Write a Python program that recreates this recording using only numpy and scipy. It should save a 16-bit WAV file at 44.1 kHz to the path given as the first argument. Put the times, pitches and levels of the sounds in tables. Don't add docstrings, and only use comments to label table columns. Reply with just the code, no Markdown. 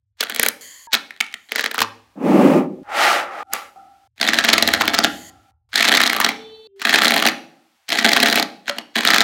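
import sys
import numpy as np
from scipy import signal
from scipy.fft import rfft, irfft, next_fast_len
from scipy.io import wavfile
from scipy.ndimage import uniform_filter1d

SR = 44100
rng = np.random.default_rng(int(sys.argv[2]) if len(sys.argv) > 2 else 0)


def to_wav(sig):
    pcm = np.clip(np.atleast_2d(sig), -1, 1) * 32767
    pcm = np.round(pcm).astype(np.int16)
    wavfile.write(sys.argv[1], SR, pcm.T)


N = 407043

# [f/Hz, t60/s, level/dB]
ROOM_BANDS = [(162, 0.74, 7), (278, 0.5, 7), (517.7, 0.58, 4.5), (1190, 0.24, 9), (2610, 0.38, 0),
              (5200, 0.5, -7.5), (9800, 0.41, -9)]
ROOM_DB = -15
EDITS = [0, .87, 1.5, 2.152, 2.833, 3.432, 4.075, 5.51, 6.672, 7.85, 8.665, 8.94]
SECTION_ROOM = [-3, -1, -2.5, -3, -1, 0, 1.5, 1.5, 1.5, 0, 0.5, 2]

# [f/Hz, level per Hz/dB]
AIR_COLOUR = [(200, -22.5), (800, -2), (3000, -4.5), (16000, -19)]
AIR_DB = -65
# [start t/s, end t/s]
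AIR_GAPS = [(0, .17), (.87, .915), (3.432, 3.5), (4.075, 4.16), (5.51, 5.69), (6.672, 6.76)]

# [f/Hz, level per Hz/dB]
RUMBLE_COLOUR = [(20, -29), (70, 5.5), (110, 6), (300, -67)]
# [t/s, level/dB]
RUMBLE_BED = [(0, -72), (1.7, -80.5), (2.3, -60), (4.1, -72.5), (4.7, -42.5), (5.6, -67), (6.5, -68),
              (7, -93.5), (9.23, -83)]
RUMBLE_PULL_DB = -23.5

# [start t/s, end t/s, level/dB, fall/dB per s]
HORN_BLASTS = [(6.27, 6.672, -44, 0), (6.672, 6.84, -57, -31)]
# [multiple of the pitch, level/dB]
HORN_OVERTONES = [(2, -23), (6, -22), (7, -12.5), (8, -7), (9, -10.5), (10, -15.5)]
HORN_BUZZ = [0, -31]
HORN_HZ, SECOND_HORN_HZ, SECOND_HORN_S = 440.5, 393, 6.672

# [t/s, f/Hz, t60/s, level/dB, sag/Hz per s]
SINGLE_RINGS = [(.872, 957, 0.28, -35.5, 2100), (.872, 1670, .3, -51, 500), (1.805, 106, 0.63, -39, 5),
                (8.697, 575, 0.17, -20.5, 39)]

# [f/Hz, width/Hz, level/dB]
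TABLE_MODES = [(112, 4.3, -12.5), (226.9, 24, 4.5), (323, 41, -3), (416.2, 16, 0.5), (576.7, 73, -5.5),
               (684, 26, 6), (828.6, 64, 0.5), (970, 13, -20.5), (1210, 51, -9)]
# [f/Hz, width/Hz, level/dB]
CARD_MODES = [(1800, 785, 1), (3327, 500, 2), (4044, 710, 0.5), (6720, 2200, -10.5), (11800, 5000, -37)]
CARD_Q = 5
# [f/Hz, width/Hz, level/dB]
BLOCK_MODES = [(378, 70, -6.5), (444, 17, 10.5), (620, 210, -1.5)]
BLOCK_KNOCK_DB = -24.5
# [start t/s, end t/s]
ON_BLOCK = [(.2, .5), (1.5, 1.85)]

# [start t/s, end t/s, level/dB, fall/dB per s]
FINGER_STROKES = [(3.435, 3.53, -61, -250), (3.76, 4.075, -44, 55), (5.3, 5.52, -52.5, 42),
                  (7.55, 7.85, -63, 64.5)]
# [f/Hz, level per Hz/dB]
FINGER_COLOUR = [(120, -23.5), (200, -16.5), (318, -17.5), (513, -39), (787, 4), (951, -50), (1360, -5),
                 (1560, -31.5), (12000, -43.5), (15600, -74.5), (22000, -120)]
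# [start t/s, end t/s, level/dB, fall/dB per s]
CARD_STROKES = [(.61, .87, -38, 40), (1.36, 1.5, -63, -13), (5.06, 5.3, -41.5, 14)]
# [f/Hz, width/Hz, level/dB]
CARD_SLIDE_MODES = [(1050, 150, -8), (1900, 400, 0), (3150, 400, -2), (4500, 600, -3), (6900, 1100, 0),
                    (11000, 8000, -12)]
# [t/s, level/dB]
STRIPS_PUSH = [(2.835, -54), (2.9, -28.5), (2.97, -17), (3.03, -13), (3.13, -15), (3.2, -19), (3.28, -32),
               (3.4, -27), (3.43, -30.5)]
# [t/s, level/dB]
STRIPS_JERK = [(3.5, -76), (3.535, -23), (3.56, -29.5), (3.7, -52)]
# [f/Hz, level per Hz/dB]
STRIPS_COLOUR = [(59, -71.5), (100, -31.5), (818, -2), (970, -7), (1360, 2.5), (1520, -3.5), (1910, -0.5),
                 (16000, -30.5)]
# [t/s, level/dB]
BLOCK_PUSH = [(2.155, -42), (2.2, -27.5), (2.26, -14.5), (2.33, -11.5), (2.45, -9), (2.58, -12),
              (2.65, -26), (2.72, -63), (2.83, -64)]
# [f/Hz, level per Hz/dB]
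BLOCK_COLOUR = [(35, -73), (60, -52.5), (217, 7), (315, -5), (371, -4), (1280, -21.5), (1440, -27.5),
                (2580, -28), (3580, -41), (16000, -52)]

# [start t/s, end t/s, lone balls per s, chatter level at start/dB, chatter level at end/dB,
#  steel tick level/dB, table knock level/dB]
SNAP_BURSTS = [(0.202, 0.497, 520, -38.5, -29.5, 0, -27), (0.916, 0.953, 740, -45, -28, -6, -27.5),
               (1.085, 1.355, 100, -57, -60, -26.5, -33), (1.487, 1.858, 190, -45.5, -56, -10, -26.5),
               (3.528, 3.53, 400, -67, -54, 17.5, -20.5), (4.204, 5.073, 1100, -25.5, -37, -14, -19.5),
               (5.745, 6.31, 350, -18.5, -25, -12, -23.5), (6.851, 7.31, 320, -18, -22.5, -10.5, -21),
               (7.91, 8.424, 350, -19.5, -25.5, -9.5, -20), (8.657, 8.81, 290, -45, -44, -16, -19),
               (8.961, 9.407, 350, -19.5, -36, -11, -21)]
CHATTER_SWELL_S = 0.027
TICK_RISE_DB, KNOCK_RISE_DB, TICK_SCATTER_DB = 9, 7.5, 4.5
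# [t/s, peak level of the card's ring/dB, card pitch f/Hz]
ROW_SNAPS = [(0.2075, -1.5, 4350), (0.2295, -9.5, 1500), (0.2364, -17, 1620), (0.2978, -11.5, 1400),
             (0.3475, -16.5, 2080), (0.3622, -9.5, 2210), (0.3966, 1.5, 1880), (0.4304, -15, 1670),
             (0.433, -1, 1640), (0.4493, -20, 1690), (0.4631, -2, 1390), (0.4857, -6.5, 1660),
             (0.9323, -1.5, 3800), (0.9371, -6, 3040), (0.9424, 0, 1770), (0.95, -1, 3770),
             (1.1068, -18.5, 1970), (1.2041, -6, 2670), (1.2088, -1.5, 2360), (1.222, -23, 2570),
             (1.2437, -24, 2370), (1.265, -24, 2320), (1.3259, -30, 2150), (1.3405, -13.5, 2420),
             (1.5198, -3, 2120), (1.559, -2.5, 2030), (1.583, -9.5, 1800), (1.5937, -4.5, 1760),
             (1.6091, -11.5, 1710), (1.6413, -4, 1750), (1.6603, -4.5, 1900), (1.713, -10.5, 1660),
             (1.7443, -10.5, 1220), (1.7562, -19, 1690), (1.7805, -4.5, 1220), (1.7915, -7, 1710),
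             (1.8051, -4.5, 1210), (1.8175, -0.5, 1120), (1.8265, -8.5, 2380), (3.5349, -15, 1420),
             (4.1794, -29.5, 2100), (4.2129, -3.5, 4000), (4.2291, -1.5, 1960), (4.2758, -4.5, 3800),
             (4.2879, 2, 1950), (4.334, 0, 1780), (4.3426, -1.5, 1970), (4.3869, 4.5, 1740),
             (4.3934, -10, 1720), (4.4432, 0, 1790), (4.4476, -0.5, 1770), (4.4891, 6.5, 1880),
             (4.5008, -9.5, 1820), (4.5317, 5, 3750), (4.5381, -0.5, 1990), (4.5803, 3, 2060),
             (4.6249, 6.5, 3280), (4.6761, 3, 3650), (4.6879, -3, 1720), (4.737, 1.5, 1750),
             (4.747, -6, 1810), (4.811, -0.5, 1274), (4.8173, -2, 1620), (4.8542, -11.5, 2900),
             (4.8783, 1, 1940), (4.936, -6.5, 1890), (4.9403, -3.5, 1300), (4.9471, -1.5, 4060),
             (4.988, 4.5, 4300), (5.039, -2.5, 3730), (5.0454, 5, 1560), (5.7312, -14, 1790),
             (5.7572, 0.5, 3900), (5.7786, -2.5, 3760), (5.7902, -5, 1800), (5.8081, -1, 1830),
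             (5.8263, 0, 2040), (5.845, -3, 1800), (5.851, 0, 1730), (5.879, -2, 3600), (5.8854, 0, 3460),
             (5.9178, 0, 1750), (5.925, -3.5, 1730), (5.948, -2, 1800), (5.9514, -1, 3900),
             (5.9716, 0.5, 3940), (5.9775, -2, 1870), (6.0039, 3, 1800), (6.0149, -1.5, 1830),
             (6.0354, 2, 3730), (6.0646, -1, 3780), (6.0743, -5.5, 3980), (6.099, -1, 2130),
             (6.1306, -4, 1280), (6.1649, -3.5, 1120), (6.202, 0.5, 1290), (6.213, -6.5, 1830),
             (6.2464, 4, 4130), (6.29, -5, 1990), (6.7966, -24, 1940), (6.8172, -11, 1370),
             (6.824, -15.5, 2810), (6.8512, 0.5, 1670), (6.872, -5.5, 1540), (6.8944, 0.5, 1800),
             (6.9074, -9, 2440), (6.9297, 0, 1780), (6.9444, 0.5, 1730), (6.9583, 0, 2310),
             (6.9864, 0, 1580), (7.0191, 1.5, 1700), (7.0348, -2, 1660), (7.0464, -2.5, 3850),
             (7.0573, -3.5, 4320), (7.0817, 2, 4700), (7.1074, 0, 1700), (7.1413, -2, 2130),
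             (7.1619, -5, 1160), (7.1791, -3.5, 1980), (7.1995, -7, 1800), (7.2246, -1.5, 1380),
             (7.2507, -7, 1950), (7.2651, 0, 1980), (7.2744, -2.5, 2640), (7.2865, -2, 2020),
             (7.8905, -8.5, 3080), (7.9032, -8.5, 2300), (7.9202, -6.5, 2050), (7.9281, -3, 1950),
             (7.974, -5.5, 2010), (7.9872, -0.5, 1950), (7.998, -12, 2640), (8.0267, -10, 2030),
             (8.0486, 2, 1570), (8.09, 1, 2160), (8.117, -2.5, 2180), (8.1324, 2, 4200), (8.1642, 0, 1440),
             (8.1708, -0.5, 1810), (8.2018, 1, 2340), (8.2302, 1.5, 4030), (8.259, 1.5, 1750),
             (8.2734, -8, 1670), (8.2844, -8, 2190), (8.2995, -6, 4020), (8.3114, -11, 4220),
             (8.3268, -0.5, 2950), (8.343, -10, 1410), (8.3572, -2, 2380), (8.3744, -4, 1610),
             (8.385, -4.5, 2500), (8.3974, 0, 3850), (8.4266, -1, 4320), (8.6809, -8, 1580),
             (8.6957, -6, 1860), (8.7843, -10, 2990), (8.9573, -6, 1880), (8.9826, -8, 1710),
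             (9.0075, -7.5, 1590), (9.0342, -9, 2160), (9.0507, -0.5, 1650), (9.0736, 3.5, 3780),
             (9.0877, -1.5, 1490), (9.104, 2.5, 1970), (9.1353, 3, 1600), (9.1454, 1.5, 1700),
             (9.1608, -0.5, 1640), (9.182, 0, 1810), (9.2056, 4, 4260), (9.214, -1.5, 1810)]
# [start t/s, end t/s]
THUMB_SPAN = (1.1, 1.35)
THUMB_OVERTONES_DB = -27

TOP_HZ = 15900


def undb(db):
    return 10 ** (np.asarray(db) / 20)


def unit(x):
    return x / np.sqrt(np.mean(x ** 2))


def ring(x, hz, width):
    centre, sharpness = min(hz, .45 * SR), max(hz / width, .3)
    return signal.lfilter(*signal.iirpeak(centre, sharpness, fs=SR), x)


def body(x, modes):
    return sum((-1) ** k * undb(db) * ring(x, hz, width) for k, (hz, width, db) in enumerate(modes))


def gain(tables):
    out = np.zeros(N)
    for s, db in (np.transpose(table) for table in tables):
        i = np.arange(int(s[0] * SR), min(int(s[-1] * SR), N))
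        out[i] += undb(np.interp(i / SR, s, db))
    return out


def fades(rows):
    return [[(a, db), (b, db - fall_db * (b - a))] for a, b, db, fall_db in rows]


def burst(column, rise_db):
    return [[(row[0], row[column]), (row[1], row[column] + rise_db)] for row in SNAP_BURSTS]


def colour(x, spectrum):
    size = next_fast_len(N)
    hz, db = np.transpose(spectrum)
    f = np.arange(size // 2 + 1) * SR / size + 1
    shape = undb(np.interp(np.log(f), np.log(hz), db))
    return unit(irfft(rfft(x, size) * shape, size)[:N])


def contacts(rate, scatter_db):
    chance = rng.random((3, N))
    struck = chance[0] < rate / SR
    sign = np.sign(chance[1] - .5)
    return struck * sign * undb(-scatter_db * np.log(1 - .96 * chance[2]))


def control(t, points, per_s):
    return np.interp(t, np.arange(points) / per_s, rng.standard_normal(points))


def rub(tables, spectrum, rate, table_db, brighten):
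    slips = colour(contacts(rate, 0.67), spectrum)
    slips = unit(slips + undb(table_db) * unit(body(slips, TABLE_MODES)))
    dull = signal.sosfiltfilt(signal.butter(2, 1800., fs=SR, output="sos"), slips)
    speed = gain(tables)
    return speed * (dull + (speed / speed.max()) ** brighten * (slips - dull))


def pull():
    busy = gain([[(a, db), (b, end_db)] for a, b, _, db, end_db, *_ in SNAP_BURSTS])
    return uniform_filter1d(busy, int(CHATTER_SWELL_S * SR))


def room(table_db=-4):
    t = np.arange(SR // 2) / SR
    tail = 0
    for hz, t60, db in ROOM_BANDS:
        band = unit(ring(rng.standard_normal(len(t)), hz, 0.49 * hz))
        tail = tail + undb(db - 60 * t / t60) * band * np.sqrt(hz / t60)
    tail *= np.clip(t / 0.016, 0, 1) ** 2
    tail += undb(table_db) * body(tail, TABLE_MODES)
    return undb(ROOM_DB) * tail / np.sqrt(np.sum(tail ** 2))


def air():
    t = np.arange(N) / SR
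    heard = 1 - sum((t > a) & (t < b) for a, b in AIR_GAPS)
    return heard * undb(AIR_DB) * colour(rng.standard_normal(N), AIR_COLOUR)


def rumble():
    knock = gain(burst(column=6, rise_db=KNOCK_RISE_DB))
    shake = undb(RUMBLE_PULL_DB) * uniform_filter1d(pull() * knock, SR // 10)
    return (gain([RUMBLE_BED]) + shake) * colour(rng.standard_normal(N), RUMBLE_COLOUR)


def horn(waver_db=4.):
    t = np.arange(N) / SR
    first = t < SECOND_HORN_S
    phase = 2 * np.pi * np.where(first, HORN_HZ, SECOND_HORN_HZ) * t
    sway = control(t, 300, 30)
    buzz = 0
    for k, tone_db in HORN_OVERTONES:
        waver, wander = control(t, 600, 60), control(t, 600, 60)
        buzz = buzz + undb(tone_db + waver_db * waver) * np.sin(k * phase + 1.4 * wander)
    buzz = buzz * undb(np.where(first, *HORN_BUZZ))
    low_tone = undb(waver_db * sway) * np.sin(phase)
    return gain(fades(HORN_BLASTS)) * np.sqrt(2) * (low_tone + buzz)


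def rings():
    out = 0
    for s, hz, t60, db, sag in SINGLE_RINGS:
        t = np.clip(np.arange(N) / SR - s, 0, None)
        out = out + undb(db - 60 * t / t60) * np.sin(2 * np.pi * (hz - sag * t / 2) * t)
    return out


def fingers():
    return rub(fades(FINGER_STROKES), FINGER_COLOUR, 2100.0, -5.5, .05)


def card_slide(flicker_db=-1.0):
    t, out = np.arange(N) / SR, 0
    for mode in CARD_SLIDE_MODES:
        swell = control(t, 200, 20)
        hiss = ring(rng.standard_normal(N), *mode[:2])
        out = out + undb(flicker_db * swell) * body(hiss, [mode])
    return gain(fades(CARD_STROKES)) * unit(out)


def strips():
    push = rub([STRIPS_PUSH], STRIPS_COLOUR, 6000., -7.5, 0.83)
    return push + rub([STRIPS_JERK], STRIPS_COLOUR, 6000., -10.5, .06)


def block():
    return rub([BLOCK_PUSH], BLOCK_COLOUR, 6000., -5.5, 0.36)


def chatter(scatter_db=8.0, table_db=14, tick_db=-14):
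    starts, _, rates = np.transpose(SNAP_BURSTS)[:3]
    latest = np.searchsorted(starts, np.arange(N) / SR) - 1
    rate = rates[np.clip(latest, 0, None)]
    hits = contacts(rate, scatter_db) / np.sqrt(rate)
    card = unit(body(body(hits, CARD_MODES), CARD_MODES))
    tick = undb(tick_db) * unit(ring(hits, 5400.0, 7000.))
    knock = gain(burst(column=6, rise_db=KNOCK_RISE_DB))
    table = undb(table_db) * knock * unit(body(hits, TABLE_MODES))
    return pull() * (card + tick + table)


def stragglers(db=-20, early_s=0.0049, late_s=0.011, rate=1700.0):
    s, row_db = np.transpose(ROW_SNAPS)[:2]
    loose = (s < THUMB_SPAN[0]) | (s > THUMB_SPAN[1])
    rows = np.bincount((s * SR).astype(int), loose * undb(row_db), N)
    t = np.arange(-2000, 2001) / SR
    spread = np.exp(np.where(t < 0, t / early_s, -t / late_s))
    crowd = signal.fftconvolve(rows, spread, "same")
    return undb(db) * unit(body(contacts(rate, 8.7), CARD_MODES)) * crowd


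def snaps(spread_s=0.0019, rise_s=.0004, second_db=-3, push_s=0.00012, tick_s=.0008):
    out, t = np.zeros(N + 16384), np.arange(16384) / SR
    push = t * np.exp(-t / push_s)
    knock = body(push, TABLE_MODES)
    knock /= np.abs(knock).max()
    thud = body(push, BLOCK_MODES)
    thud *= undb(BLOCK_KNOCK_DB) / np.abs(thud).max()
    t = t[:1024]
    treble = signal.butter(2, 5000., "high", fs=SR)
    tick_levels = np.vstack(burst(column=5, rise_db=TICK_RISE_DB)).T
    knock_levels = np.vstack(burst(column=6, rise_db=KNOCK_RISE_DB)).T
    for s, db, hz in ROW_SNAPS:
        chance = rng.random((2, 1024))
        balls = ((chance[0] < .08) + .15) * (2 * chance[1] - 1) * (1 - np.exp(-t / rise_s))
        row = balls * np.exp(-t / spread_s)
        stretch = hz / CARD_MODES[0][0] if hz < 2800 else 1
        modes = np.array(CARD_MODES[:3]) * (stretch, 1, 1)
        held = THUMB_SPAN[0] < s < THUMB_SPAN[1]
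        overtones_db = THUMB_OVERTONES_DB if held else second_db
        card = ring(row, hz, hz / CARD_Q) + undb(overtones_db) * body(row, modes)
        card /= np.abs(card).max()
        tick = signal.lfilter(*treble, balls * np.exp(-t / tick_s))
        tick /= np.abs(tick).max()
        tick_db = np.interp(s, *tick_levels) + TICK_SCATTER_DB * rng.standard_normal()
        knock_db = np.interp(s, *knock_levels)
        on_block = any(a < s < b for a, b in ON_BLOCK)
        i = int((s - rise_s) * SR)
        out[i:i + 1024] += undb(db) * (card + undb(tick_db) * tick)
        out[i:i + 16384] += undb(db + knock_db) * knock + on_block * undb(db) * thud
    return out[:N]


def scene():
    near = fingers() + card_slide() + strips() + block()
    near = near + chatter() + stragglers() + snaps()
    out, response = near + horn() + air(), room()
    edges = [int(s * SR) for s in EDITS] + [N]
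    for a, b, room_db in zip(edges[:-1], edges[1:], SECTION_ROOM):
        out[a:b] += undb(room_db) * signal.fftconvolve(near[a:b], response)[:b - a]
    out = signal.sosfilt(signal.butter(4, 150., "high", fs=SR, output="sos"), out)
    return (out + rings() + rumble())[None]


def record(dry):
    low_pass = signal.ellip(12, .3, 90, TOP_HZ, fs=SR, output="sos")
    return signal.sosfilt(low_pass, np.clip(dry, -1, 1))


dry = scene()
out = record(dry)
to_wav(out)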